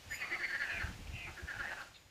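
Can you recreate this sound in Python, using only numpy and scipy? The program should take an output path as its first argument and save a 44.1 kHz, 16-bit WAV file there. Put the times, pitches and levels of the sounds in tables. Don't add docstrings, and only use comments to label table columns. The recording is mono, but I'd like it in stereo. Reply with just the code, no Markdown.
import sys
import numpy as np
from scipy import signal
from scipy.fft import rfft, irfft
from scipy.io import wavfile

SR = 44100
rng = np.random.default_rng(int(sys.argv[2]) if len(sys.argv) > 2 else 0)


def wav_record(signal):
    frames = np.transpose(np.atleast_2d(signal))
    bounded = np.clip(frames, -1, 1)
    quanta = np.round(bounded * 32767).astype(np.int16)
    wavfile.write(sys.argv[1], SR, quanta)


N = 92610
T = np.arange(N) / SR
CACKLE_PULSE_HZ, RATTLE_PULSE_HZ = 281.4, 172.7
PULSE_SAG_OCT = 0.28


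def cackler():
    # (start [s], length [s], level [dB], sac at mid-note [Hz], rise of the sac [octaves])
    cackles = [(0.097, 0.057, -39.5, 1905, 0.54), (0.199, 0.055, -38, 2000, 0.2),
               (0.297, 0.062, -35, 1984, 0.22), (0.386, 0.049, -38, 1810, -0.22),
               (0.428, 0.033, -33, 2040, -0.0072), (0.473, 0.054, -38, 1824, -0.46),
               (0.519, 0.055, -33.5, 1806, -0.0026), (0.587, 0.061, -33.5, 1770, 0.14),
               (0.684, 0.0423, -37.5, 1704, 0.059), (0.789, 0.042, -36, 1618, -0.091),
               (1.362, 0.044, -43.5, 1603, 0.016), (1.468, 0.059, -38.5, 1645, 0.063),
               (1.579, 0.044, -36.5, 1530, 0.02), (1.771, 0.0612, -47, 1430, -0.49)]
    # (centre [Hz], width [Hz], level against the sac [dB])
    body = [(880, 300, -23), (2650, 650, -17), (4250, 700, -26)]
    out = 0
    for start, length, db, sac_hz, rise in cackles:
        u = progress(length) - .5
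        source = pulses(CACKLE_PULSE_HZ * 2 ** (-PULSE_SAG_OCT * u), jitter=.02, uneven_db=1.8, rough=.2)
        glide = 2 ** (rise * u)
        out += note(start, db, source, sac_hz * glide, width_hz=352, swell=1.15, fade=.7, body=body)
    return out


def rattlers():
    # (start [s], length [s], level [dB], sac [Hz], left over right [dB])
    rattles = [(0.193, 0.14, -47.5, 1180, -4), (0.308, 0.066, -45.5, 1184, 3), (0.627, 0.17, -47, 1640, 2),
               (0.812, .07, -46.5, 1540, 0.5), (1.262, 0.044, -48.5, 1430, 3.5),
               (1.528, 0.047, -48, 1520, 3), (1.618, 0.045, -43, 1700, -5.5),
               (1.665, 0.036, -45, 1880, -6.5), (1.701, .038, -41, 1600, -2.5),
               (1.758, 0.07, -46.5, 1470, -4)]
    # (centre [Hz], width [Hz], level against the sac [dB])
    body = [(836, 270, -7.5), (2670, 600, -10.5), (3600, 1100, -20)]
    out = 0
    for start, length, db, sac_hz, pan_db in rattles:
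        sag = 2 ** (-PULSE_SAG_OCT * (progress(length) - .5))
        source = pulses(RATTLE_PULSE_HZ * sag, jitter=.1, uneven_db=2, rough=.22)
        croak = note(start, db, source, sac_hz, width_hz=407, swell=.26, fade=.18, body=body)
        out += lake_shore(croak, pan_db, echo_pan_db=-3.5)
    return out


def arched_calls():
    # (start [s], length [s], level [dB], sac at the top of the arch [Hz])
    arches = [(0.133, 0.18, -48, 2607), (0.632, 0.2, -43.5, 2590), (1.111, 0.19, -45, 2650)]
    # (centre [Hz], width [Hz], level against the sac [dB])
    body = [(760, 200, -16), (2160, 280, -11.5)]
    out = 0
    for start, length, db, top_hz in arches:
        arch = 2 ** (-.75 * (progress(length) - .29) ** 2)
        source = pulses(rate_hz=249.7 * arch, jitter=.06, uneven_db=1.5, rough=.4)
        out += note(start, db, source, top_hz * arch, width_hz=310, swell=.9, fade=.8, body=body)
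    return out


def buzzes():
    # (start [s], length [s], level [dB], resonance [Hz])
    notes = [(0.2, 0.051, -57, 4550), (.24, 0.44, -60.5, 4540), (.415, 0.16, -59, 4380),
             (0.592, 0.056, -55.5, 4280), (0.698, .026, -55.5, 4160), (0.791, 0.037, -57, 4300)]
    out = 0
    for start, length, db, hz in notes:
        source = pulses(np.full(int(length * SR), CACKLE_PULSE_HZ), jitter=.11, uneven_db=2, rough=.48)
        out += note(start, db, source, hz, width_hz=300, swell=.4, fade=.8)
    return out


def chirps():
    # (start [s], length [s], level [dB], resonance at mid-call [Hz])
    calls = [(1.067, 0.014, -52, 2640), (1.812, 0.012, -54, 4050), (1.938, 0.043, -56.5, 3720),
             (1.943, 0.03, -63, 2570)]
    fall_oct = 0.16
    out = 0
    for start, length, db, hz in calls:
        glide = 2 ** (-fall_oct * (progress(length) - .5))
        source = pulses(rate_hz=450 * glide, jitter=.063, uneven_db=1, rough=.65)
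        out += note(start, db, source, hz * glide, width_hz=700, swell=.83, fade=.93)
    return out


def thrums():
    # (start [s], level [dB])
    hums = [(0.305, -51.5), (.39, -55.5), (0.492, -59.5), (.703, -62), (.797, -58.5), (1.27, -59.5),
            (1.379, -57), (1.589, -58.5)]
    hz, length_s = 353.8, 0.052
    out = 0
    for start, db in hums:
        source = pulses(np.full(int(length_s * SR), hz), jitter=.04, uneven_db=2, rough=.4)
        out += note(start, db, source, hz, width_hz=160, swell=.66, fade=1)
    return out


def squeak():
    # (frequency [Hz], level [dB])
    partials = [(4926, -59), (6966, -55.5), (11326, -66.5), (12037, -68), (14034, -69)]
    # (time [s], gain [dB])
    swell = [(.08, -26), (.108, -2.5), (.155, 2), (.18, -11), (.27, -24)]
    tone = 0
    for hz, db in partials:
        wavering_hz = hz + 55 * drift(142)
        tone += from_db(db) * np.sqrt(2) * np.sin(2 * np.pi * np.cumsum(wavering_hz) / SR)
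    scratch = from_db(-56.5) * rng.standard_normal(N)
    return from_db(in_time(swell) + 2 * drift(78)) * (tone + scratch)


def wind():
    # (time [s], half-length [s], level [dB])
    puffs = [(0.114, 0.038, -49.5), (0.782, 0.029, -45.5), (0.851, 0.0092, -37.5), (0.902, 0.023, -38.5),
             (1.003, 0.043, -43), (1.127, 0.052, -42), (1.287, 0.028, -45), (1.443, 0.014, -41),
             (1.592, 0.035, -48.5)]
    # (frequency [Hz], relative density [dB])
    spectrum = [(48, 3.5), (90, 1.5), (160, -9), (300, -18.5), (600, -35)]
    breeze_power = from_db(-64) ** 2
    puff_power = sum(from_db(db) ** 2 * np.exp(-((T - s) / width) ** 2) for s, width, db in puffs)
    return np.sqrt(breeze_power + puff_power) * coloured(spectrum) * panned(pan_db=6.5)


def air():
    # (frequency [Hz], relative density [dB])
    spectrum = [(60, 3), (400, -1), (750, 2), (1100, -3.5), (2500, 0.5), (3600, -4), (6500, -7.5),
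                (9000, -14.5), (15000, -21)]
    # (time [s], level [dB])
    level = [(0, -55), (.12, -53), (.85, -50), (1.0, -54), (1.82, -52), (1.92, -59.5), (2.1, -63)]
    return from_db(in_time(level)) * coloured(spectrum) * panned(pan_db=-1.7)


def pulses(rate_hz, jitter, uneven_db, rough):
    spacing, size, puff = rng.standard_normal((3, N))[:, :len(rate_hz)]
    cycle = (np.cumsum(rate_hz) / SR).astype(int)
    phase = np.cumsum(rate_hz * np.exp(jitter * spacing[cycle])) / SR
    count = phase.astype(int)
    clicks = rms_one(np.diff(count, prepend=0) * 1.0)
    breath = rms_one(puff * (1 - phase % 1) ** 2)
    return (clicks + rough * breath) * from_db(uneven_db * size[count])


def note(start, db, source, sac_hz, width_hz, swell, fade, body=()):
    u = np.linspace(0, 1, len(source))
    envelope = u ** swell * (1 - u) ** fade
    sac = resonate(source, sac_hz, width_hz)
    body_ring = sum(from_db(gain_db) * resonate(source, hz, width) for hz, width, gain_db in body)
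    voice = from_db(db) * (sac + body_ring) * envelope / envelope.max()
    return np.pad(voice, (int(start * SR), N))[:N]


def resonate(x, hz, width_hz):
    turn = np.exp(2j * np.pi * np.cumsum(hz * np.ones(len(x))) / SR)
    r = np.exp(-np.pi * width_hz / SR)
    return rms_one((signal.lfilter([1], [1, -2 * r, r * r], x / turn + 1e-18) * turn).real)


def lake_shore(x, pan_db, echo_pan_db):
    left_lag_s = 0.000438
    direct = np.array([np.interp(T - left_lag_s, T, x), x]) * panned(pan_db)
    reeds = from_db(-2) * scatter(t60_s=.052, delay_s=.0012)
    shore = from_db(-8.5) * scatter(t60_s=.35, delay_s=.024)
    echoes = signal.fftconvolve(x[None], reeds + shore, axes=1)[:, :N]
    return direct + echoes * panned(echo_pan_db)


def scatter(t60_s, delay_s):
    t = T[:SR // 2]
    tail = rng.standard_normal((2, len(t))) * from_db(-60 * t / t60_s) * (t > delay_s)
    return tail / np.sqrt(np.sum(tail ** 2, axis=1, keepdims=True))


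def coloured(spectrum):
    hz, db = np.transpose(spectrum)
    f = np.maximum(np.fft.rfftfreq(N, 1 / SR), 1)
    gain = from_db(np.interp(np.log(f), np.log(hz), db))
    roll_off = np.minimum(1, f / hz[0]) ** 2 * np.minimum(1, hz[-1] / f) ** 2
    return rms_one(irfft(rfft(rng.standard_normal((2, N))) * gain * roll_off, N))


def drift(hz):
    r = np.exp(-2 * np.pi * hz / SR)
    return rms_one(signal.lfilter([1], [1, -2 * r, r * r], rng.standard_normal(N + SR))[SR:])


def panned(pan_db):
    gains = from_db(pan_db * np.array([[.5], [-.5]]))
    return gains / np.sqrt(np.mean(gains ** 2))


def progress(length):
    return np.linspace(0, 1, int(length * SR))


def in_time(curve):
    return np.interp(T, *np.transpose(curve))


def from_db(db):
    return 10 ** (np.asarray(db) / 20)


def rms_one(x):
    return x / np.sqrt(np.mean(x ** 2) + 1e-20)


def scene():
    frogs = lake_shore(cackler(), pan_db=-9, echo_pan_db=-10.5) + rattlers()
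    frogs += lake_shore(arched_calls(), pan_db=-18, echo_pan_db=-3.5)
    small = lake_shore(buzzes() + chirps() + thrums(), pan_db=2, echo_pan_db=-16)
    small += lake_shore(squeak(), pan_db=3.5, echo_pan_db=-9)
    return frogs + small + wind() + air()


def record(dry):
    cutoff_hz = 15450
    return signal.sosfiltfilt(signal.ellip(10, .1, 60, cutoff_hz, fs=SR, output="sos"), dry)


dry = scene()
out = record(dry)
wav_record(out)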